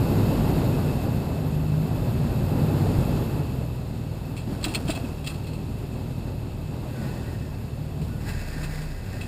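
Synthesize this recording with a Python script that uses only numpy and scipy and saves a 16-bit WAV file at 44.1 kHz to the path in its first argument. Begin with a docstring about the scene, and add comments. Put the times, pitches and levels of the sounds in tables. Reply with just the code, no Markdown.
"""The exhaust of an eight-cylinder truck drones through its body as it crawls over dirt and eases up to a bank.
Heard from just behind the bonnet: sines at crankshaft orders over firing-gated rumble, coloured by the body.
Shaped noise makes the fan and tyre roar, the hiss under the bonnet and the intake hiss, all following engine speed.
Decaying impact trains and sines make clanks, clunks and thumps as a rut jolts the truck; the bonnet buzzes on.
Near the end the steering pump hisses, whines and rings the bonnet, its belt squeals, its load drags the idle down."""
import sys
import numpy as np
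from scipy import signal
from scipy.fft import rfft, irfft
from scipy.io import wavfile
from scipy.ndimage import uniform_filter1d

SR = 44100
rng = np.random.default_rng(int(sys.argv[2]) if len(sys.argv) > 2 else 0)


def master(y):
    """Save y as 16-bit WAV."""
    cut = np.clip(np.atleast_2d(y).T, -1, 1)
    pcm = np.round(cut * 32767)  # scale
    wavfile.write(sys.argv[1], SR, pcm.astype(np.int16))


N = 408807
TIME = np.arange(N) / SR
FREQ = np.maximum(np.arange(N // 2 + 1) * SR / N, 1e-3)

# Engine speed. Each row: time in seconds, crankshaft rate in turns per second.
CRANK_SPEED = [(0,34.3),(.4,34.4),(.85,30.3),(1.15,28),(1.5,25.1),(1.75,25.6),(2.05,28.3),(2.35,28.8),(2.8,32.7),(3.1,31.3),(3.35,25.5),(3.65,20.3),(4,19.6),(4.7,20.4),(5.25,18.6),(5.7,20.1),(6.05,20.6),(6.65,19.2),(7.07,22.3),(7.5,18.3),(8.15,19.2),(8.55,15.4),(8.85,15.3),(9.05,18.5),(9.27,19.6)]
# Slow rise and fall of roar, air and intake. 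Each row: time in seconds, gain in dB.
WASH_GAIN = [(0,0),(0.7,1),(1.3,0),(2.3,-0.9),(2.9,-0.5),(3.4,1.2),(4,0.5),(6.7,-0.25),(7.05,0.9),(7.5,0.14),(9.27,-0.3)]

# Hiss under the bonnet. Each row: frequency in Hz, relative density in dB.
AIR_COLOUR = [(700,5),(2000,4.5),(3000,3.5),(3500,4.5),(4500,6),(5400,-0.5),(7400,1),(10100,-8.5),(12500,-8),(13900,-30),(14700,-2),(15100,-29)]
# Intake hiss. Each row: frequency in Hz, relative density in dB.
INTAKE_COLOUR = [(8000,-55),(10200,-16),(11200,-6),(12100,4),(13000,-17),(14000,-37)]
# Fan and tyre roar. Each row: frequency in Hz, relative density in dB.
ROAR_COLOUR = [(120,-15.5),(215,0.5),(275,0),(315,-4),(370,-3.5),(470,-8),(580,-9),(700,-12.5),(860,-13.5),(1080,-20),(1450,-24.5),(2300,-36.5),(5000,-45),(15000,-86)]
# Bonnet resonances. Each row: frequency in Hz, width in Hz, gain in dB.
BONNET_MODES = [(2600,50,10),(2683,34,7),(3800,24,-22),(4730,37,-28),(9380,56,10.5),(14500,200,-6)]

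# Belt slips. Each row: start in seconds, length in seconds, starting pitch in Hz, level in dB.
BELT_SLIPS = [(6.947,0.17,1498,-50.5),(7.041,.035,1875,-55),(7.107,0.017,1860,-55),(7.168,.018,1845,-53),(7.214,.1,1480,-56),(7.262,0.028,1910,-51),(7.336,0.018,1845,-49),(8.087,0.1,1480,-53)]
# Turns of the steering wheel. Each row: start in seconds, length in seconds, hiss level in dB.
STEERING_TURNS = [(6.85,0.41,-49.5),(7.45,0.77,-59),(8.17,0.58,-41),(9.006,0.31,-44)]
# Steering valve hiss. Each row: frequency in Hz, relative density in dB.
VALVE_COLOUR = [(500,2.5),(850,-1),(1300,-9.5),(1900,-8.5),(3000,-15),(4900,-6),(5900,-13.5),(7000,-9.5),(9500,-19),(12000,-20),(14800,-18)]
# Steering line resonances. Each row: frequency in Hz, width in Hz, gain in dB.
LINE_MODES = [(1480,62,6.5),(1615,47,10.4),(1700,36,3.5),(1825,64,9.3),(1980,55,9.5),(2260,45,4),(2450,37,4.5)]
# Pump whine under pressure. 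Each row: pitch in Hz, level in dB relative to the hiss.
PUMP_WHINE = [(1630,-13.5),(1810,-15),(1970,-22)]

# Suspension bumps. Each row: start in seconds, thump level in dB, pitch in Hz, panel judder level in dB.
SUSPENSION_BUMPS = [(2.986,-6,114,-43),(4.475,-19,214,-42.5),(4.5,-23,257,-49),(4.521,-17.5,197,-52),(4.663,-21.5,298,-39),(4.69,-26,325,-51),(4.76,-31,325,-42),(4.851,-16,150,-42),(4.89,-19,304,-56),(4.965,-25,200,-53),(5.041,-19,244,-41.5),(5.269,-41,244,-39.5),(8.018,-33,422,-44),(8.027,-25,161,-53),(8.564,-24.5,240,-43),(8.626,-39,276,-49)]
# Panel judder. Each row: frequency in Hz, relative density in dB.
PANEL_COLOUR = [(150,4),(215,10),(305,4.5),(420,0),(600,-3.5),(850,-2.5),(1100,-8),(1450,-10),(2200,-19),(5000,-17.5),(12000,-25.5)]
# Heavy parts knocking. Each row: start in seconds, level in dB, ring time (60 dB fall) in seconds.
MOUNT_CLUNKS = [(2.865,-24,0.054),(4.465,-39,0.099),(4.518,-32,0.1),(4.652,-32,0.14),(4.755,-28,0.15),(4.891,-24.5,0.095),(4.932,-34,0.088),(4.97,-30,0.13),(5.03,-48,0.081)]
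# Chassis resonances. Each row: frequency in Hz, width in Hz, relative gain in dB.
CHASSIS_MODES = [(240,32,2),(300,35,5),(387,45,-1),(660,50,10),(770,63,-15),(1130,64,-11),(1480,50,-17)]
# Loose metal clanks, and late short bonnet rings as the steering hiss surges.
# Each row: start in seconds, relative level in dB, decay (60 dB fall) in seconds, part pitch in Hz.
METAL_RINGS = [(4.364,-40.5,0.23,2330),(4.52,-58,.15,4300),(4.611,-44,0.071,4330),(4.628,-37,0.11,4350),(4.642,-23.5,0.055,4100),(4.65,-30,0.055,2550),(4.68,-41.5,0.43,3640),(4.738,-34,0.055,3400),(4.7465,-23,0.038,4400),(4.752,-24,0.036,3340),(4.878,-34,0.15,3200),(4.901,-30,0.11,3700),(4.95,-40.5,0.24,2620),(5.242,-42,0.14,4260),(5.262,-36,0.061,2630),(5.27,-30,0.088,3990),(5.297,-42.5,.14,2610),(5.34,-49,0.16,4370),(5.432,-47,0.086,4320),(5.467,-45,0.18,4170),(5.531,-46.5,0.14,4270),(5.92,-55,0.5,2600),(8.016,-42,0.056,2580),(8.285,-43,0.15,2620),(8.632,-40.5,0.14,2650),(8.815,-47,0.13,2620),(9.21,-42,0.23,2590)]
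# Chatter of clanks and rings. Each row: frequency in Hz, gain in dB.
METAL_COLOUR = [(200,11),(750,-3),(1900,-1.5),(2700,0.5),(4200,-0.5),(5200,-3.5),(6300,-6.5),(7900,-2),(9400,-11),(10800,-19),(13500,-22),(14800,-15)]
# Resonances of clanks and rings. Each row: frequency in Hz, width in Hz, gain in dB.
METAL_RESONANCES = [(1270,71,6),(1580,84,-16),(2580,62,9.5),(2660,63,10),(3300,44,9),(3940,39,7),(4290,52,10),(4820,83,3),(7470,110,5),(8300,53,8),(8730,58,6),(9420,100,16),(14600,180,15)]
# Hardest metal contacts. Each row: start in seconds, level in dB, pitch in Hz.
HARD_STRIKES = [(4.6418,-10.5,4080),(4.6468,-20,3320),(4.7478,-21,4430),(4.7582,-24,3800),(4.9105,-29,3820),(5.2738,-27,3200),(8.0175,-36,2570)]

# Exhaust tones. Each row: multiple of the crankshaft rate, then relative level in dB at idle,
# in dB while pulling, in dB under the drag of the steering pump.
EXHAUST_ORDERS = [(1.5,-22,-12,-24),(2,-2.5,-12,5),(3,-13,1,-12),(3.5,-16,-11,-15),(4,1.5,-3.5,-0.5),(4.5,-20,-7.5,-12),(5,-2,-6,2),(6,-1,0,-0.5),(8,-5,-2,-28),(10,-12,-8.5,0.5)]
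# Passage of the exhaust tones through the body. Each row: frequency in Hz, gain in dB.
BODY_COLOUR = [(30,-0.5),(39,-5.5),(48,-0.5),(60,2),(80,-3.5),(100,-0.5),(122,2),(160,-1),(182,-13),(215,-7.5),(300,-7)]
# Body boom. Each row: frequency in Hz, width in Hz, gain in dB.
BOOM_MODES = [(31,5,-8),(153,7,2)]
# Exhaust rumble. Each row: frequency in Hz, relative density in dB.
RUMBLE_COLOUR = [(18,-26),(33,-17),(45,2.5),(56,-1.5),(72,-4.5),(100,-1),(135,3.5),(162,0.5),(181,-6),(205,-2.5),(300,-22.5),(600,-49)]

IDLE_HZ, FIRINGS_PER_TURN = 20, 4
# The engine pulls, then the driver eases off before the bank.
EASE_OFF_S, EASE_TIME_S = 3.65, 0.26
# The steering pump loads the engine, which labours before its speed sags.
LOAD_S, LOAD_TIME_S = 8.2, 0.21
LABOUR_S, LABOUR_LENGTH_S, LABOUR_DB = 7.98, 0.33, 3
STEER_ATTACK_S, STEER_RELEASE_S = 0.14, 0.41
STEER_SURGE_DEPTH, STEER_SURGE_PEAK_S = 0.07, 8.29
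SLIP_SAG_HZ_PER_S = 130
JUDDER_RISE_S, JUDDER_T60_S = 0.0067, 1
STRIKE_T60_S, STRIKE_OVERTONE_RATIO, STRIKE_OVERTONE_DB = 0.008, 1.92, -5
BUZZ_S, BUZZ_LENGTH_S, BUZZ_FADE_S, BUZZ_DB = 4.6, 0.45, 1.2, -56
BUZZ_HZ, BUZZ_WIDTH_HZ = 2630, 170
NOTCH_HZ, NOTCH_Q, TOP_HZ = 6030, 7, 15000


def undb(db):
    """Decibels to gain."""
    return 10 ** (np.asarray(db) / 20)


def unit(x):
    """Scale to a standard deviation of 1."""
    return x / np.std(x)


def curve(table):
    """Second column of a table, interpolated at every sample."""
    time_s, value = np.transpose(table)
    return np.interp(TIME, time_s, value)


def shape(x, response):
    """Filter by a frequency response."""
    return irfft(rfft(x) * response, N)


def colour(x, points):
    """Filter by (Hz, dB) points, interpolated over log frequency."""
    hz, db = np.transpose(points)
    return shape(x, undb(np.interp(np.log(FREQ), np.log(hz), db)))


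def resonances(modes):
    """Summed response of (Hz, width Hz, dB) resonators."""
    return sum(undb(db) / (1 + 1j * hz / width * (FREQ / hz - hz / FREQ)) for hz, width, db in modes)


def ring(x, modes):
    """The sound plus the resonances it excites."""
    return shape(x, 1 + resonances(modes))


def walk(rate_hz):
    """Random steps smoothed into ramps, spread near 1."""
    k = int(SR / rate_hz)
    steps = np.repeat(rng.standard_normal(N // k + 1), k)
    return 1.052 * uniform_filter1d(steps, k)[:N]


def gated_noise(turns, depth):
    """Noise swelling with each firing."""
    return rng.standard_normal(N) * (1 + depth * np.cos(2 * np.pi * FIRINGS_PER_TURN * turns))


def contacts(rate_hz, spread_db):
    """Dense random impacts of either sign; dB sizes spread exponentially, up to three spreads."""
    hit = rng.random(N) < rate_hz / SR
    size = undb(spread_db * np.minimum(rng.exponential(size=N), 3))
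    return unit(hit * size * np.sign(rng.standard_normal(N)))


def decay(start_s, t60_s, rise_s):
    """Quick rise and exponential fall, cut after twice the 60 dB time."""
    out, sounding = np.zeros(N), (TIME > start_s) & (TIME < start_s + 2 * t60_s)
    age = TIME[sounding] - start_s
    out[sounding] = (1 - np.exp(-age / rise_s)) * np.exp(-np.log(1000) * age / t60_s)
    return out


def swell(start_s, length_s, attack_s, release_s):
    """Linear rise, hold to the end of the length, linear fade."""
    rise = np.clip((TIME - start_s) / attack_s, 0, 1)
    return rise * np.clip(1 - (TIME - start_s - length_s) / release_s, 0, 1)


def unsteady_tone(hz, waver):
    """Sine whose pitch trembles by the given share."""
    return np.sin(2 * np.pi * np.cumsum(hz * (1 + waver * walk(150))) / SR)


def pulling():
    """1 while the engine pulls, 0 once the driver has eased off."""
    return np.clip(1 - (TIME - EASE_OFF_S) / EASE_TIME_S, 0, 1)


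def loudness(speed_hz, idle_db, doubling_db, pull_db):
    """Level in dB: grows per doubling of engine speed, offset while pulling."""
    return idle_db + doubling_db * np.log2(speed_hz / IDLE_HZ) + pull_db * pulling()


def air(turns, flutter_db, db):
    """Thin hiss from the engine bay, ringing the bonnet."""
    hiss = colour(gated_noise(turns, depth=0.023), AIR_COLOUR)
    return unit(ring(hiss, BONNET_MODES)) * undb(db + flutter_db * walk(30))


def intake(turns, flutter_db, db):
    """Air drawn past the throttle sings in a narrow treble band."""
    return unit(colour(gated_noise(turns, depth=0.03), INTAKE_COLOUR)) * undb(db + flutter_db * walk(30))


def roar(turns, flutter_db, db):
    """Fan wash and tyres on soft dirt, throbbing with the engine."""
    return unit(colour(gated_noise(turns, depth=0.043), ROAR_COLOUR)) * undb(db + flutter_db * walk(25))


def belt(waver):
    """The loaded belt slips with faint unsteady squeals that sag in pitch."""
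    out = 0
    for s, length_s, hz, db in BELT_SLIPS:
        squeal = unsteady_tone(hz - SLIP_SAG_HZ_PER_S * (TIME - s), waver)
        out = out + undb(db) * swell(s, length_s, attack_s=0.012, release_s=0.018) * squeal
    return out


def steering(turns, flutter_db, waver, grit):
    """Fluid spits through the valve and rings the lines, surging once per engine cycle; the pump whines."""
    spitting = gated_noise(turns, depth=0.086) + grit * contacts(rate_hz=450, spread_db=2.5)
    flow = ring(colour(spitting, VALVE_COLOUR), LINE_MODES)
    hiss = unit(ring(flow, BONNET_MODES))
    whine = sum(undb(db) * unsteady_tone(hz, waver) for hz, db in PUMP_WHINE)
    pressure = sum(undb(db) * swell(s, length_s, STEER_ATTACK_S, STEER_RELEASE_S)
                   for s, length_s, db in STEERING_TURNS)
    # two crankshaft turns make one engine cycle
    peak_turns = np.interp(STEER_SURGE_PEAK_S, TIME, turns)
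    surge = 1 + STEER_SURGE_DEPTH * np.cos(np.pi * (turns - peak_turns))
    return (hiss + whine) * pressure * surge * undb(flutter_db * walk(30))


def buzz(flutter_db):
    """The shaken bonnet chatters on its catch and settles slowly."""
    band = np.exp(-((FREQ - BUZZ_HZ) / BUZZ_WIDTH_HZ) ** 2)
    chatter = unit(shape(contacts(rate_hz=600, spread_db=6.0), band))
    envelope = swell(BUZZ_S, BUZZ_LENGTH_S, attack_s=0.069, release_s=BUZZ_FADE_S)
    return chatter * envelope * undb(BUZZ_DB + flutter_db * walk(17))


def panels(chatter_db):
    """Body panels judder after each bump."""
    shake = sum(undb(db) * decay(s, JUDDER_T60_S, JUDDER_RISE_S) for s, _, _, db in SUSPENSION_BUMPS)
    return shake * unit(colour(contacts(rate_hz=1200, spread_db=chatter_db), PANEL_COLOUR))


def thumps(t60_s):
    """Decaying low sines: dull knocks as the suspension takes a bump."""
    return sum(undb(db) * decay(s, t60_s, rise_s=0.00062) * np.sin(2 * np.pi * hz * (TIME - s))
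               for s, db, hz, _ in SUSPENSION_BUMPS)


def clunks(chatter_db):
    """Heavy parts knock in their mounts and ring the chassis with a hollow note."""
    clatter = unit(shape(contacts(rate_hz=1100, spread_db=chatter_db), resonances(CHASSIS_MODES)))
    return clatter * sum(undb(db) * decay(s, t60_s, rise_s=0.0044) for s, db, t60_s in MOUNT_CLUNKS)


def metal_rings(chatter_db, ring_db, part_db, part_width_hz):
    """Loose metal clanks, and late short bonnet rings as the steering hiss surges; each part adds its own ring."""
    chatter, force = contacts(rate_hz=3200, spread_db=chatter_db), 0
    for s, db, t60_s, hz in METAL_RINGS:
        # the tiny offset keeps the resonator clear of denormal numbers
        burst = undb(db) * decay(s, t60_s, rise_s=0.0013) * chatter + 1e-18
        part = signal.lfilter(*signal.iirpeak(hz, hz / part_width_hz, fs=SR), burst)
        force = force + burst + undb(part_db) * part
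    return undb(ring_db) * ring(colour(force, METAL_COLOUR), METAL_RESONANCES)


def strikes():
    """The hardest contacts: sharp metallic clicks with one overtone."""
    out = 0
    for s, db, hz in HARD_STRIKES:
        phase = 2 * np.pi * hz * (TIME - s)
        tone = np.sin(phase) + undb(STRIKE_OVERTONE_DB) * np.sin(STRIKE_OVERTONE_RATIO * phase)
        out = out + undb(db) * decay(s, STRIKE_T60_S, rise_s=0.00037) * tone
    return out


def exhaust(turns, waver_db, tone_db, rumble_db, drone_db, rough):
    """Crankshaft orders boom in the body over the rumble of gas puffs; their balance shifts with load."""
    pull, drag, tones = pulling(), np.clip((TIME - LOAD_S) / LOAD_TIME_S, 0, 1), 0
    for order, idle_db, pull_db, drag_db in EXHAUST_ORDERS:
        db = idle_db + pull * (pull_db - idle_db) + drag * (drag_db - idle_db)
        # uneven firing: odd orders (halves rounded to even) lie a quarter cycle off,
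        # so the note lopes without throbbing
        cycles = order * turns + np.round(order) % 2 / 4
        tones = tones + undb(db + waver_db * walk(7.1)) * np.sin(2 * np.pi * cycles)
    hum = unit(ring(colour(tones, BODY_COLOUR), BOOM_MODES))
    rumble = unit(colour(gated_noise(turns, depth=0.22), RUMBLE_COLOUR))
    # the harder the engine works, the more turbulence covers the tones
    effort_db = rough * (drone_db - np.mean(drone_db))
    return undb(drone_db) * (undb(tone_db - effort_db) * hum + undb(rumble_db + effort_db) * rumble)


def scene():
    """Sum of all sources; engine, wash and steering follow the crankshaft."""
    speed_hz = curve(CRANK_SPEED)
    turns = np.cumsum(speed_hz) / SR
    air_db = loudness(speed_hz, idle_db=-51.5, doubling_db=11.5, pull_db=-0.7)
    intake_db = loudness(speed_hz, idle_db=-63.0, doubling_db=14, pull_db=1.0)
    roar_db = loudness(speed_hz, idle_db=-38.5, doubling_db=15.5, pull_db=0.16)
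    labour_db = LABOUR_DB * swell(LABOUR_S, LABOUR_LENGTH_S, attack_s=0.05, release_s=0.1)
    drone_db = loudness(speed_hz, idle_db=-30.5, doubling_db=11.5, pull_db=0.7) + labour_db

    wash = air(turns, flutter_db=0.62, db=air_db) + intake(turns, flutter_db=1.6, db=intake_db)
    wash = wash + roar(turns, flutter_db=0.96, db=roar_db)
    pump = belt(waver=0.0085) + steering(turns, flutter_db=1.84, waver=0.0152, grit=0.63)
    bumps = buzz(flutter_db=-2) + panels(chatter_db=-1.0) + thumps(t60_s=0.064) + clunks(chatter_db=10)
    metal = metal_rings(chatter_db=-0.2, ring_db=3.0, part_db=5, part_width_hz=58) + strikes()
    engine = exhaust(turns, waver_db=2.0, tone_db=-1.64, rumble_db=-4.0, drone_db=drone_db, rough=0.12)
    return (wash * undb(curve(WASH_GAIN)) + pump + bumps + metal + engine)[None]


def record(dry):
    """The microphone has a narrow dip in the treble; a steep low-pass cuts the top."""
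    heard = signal.lfilter(*signal.iirnotch(NOTCH_HZ, NOTCH_Q, fs=SR), dry)
    return signal.sosfilt(signal.ellip(10, .2, 80, TOP_HZ, fs=SR, output="sos"), heard)


dry = scene()
out = record(dry)
master(out)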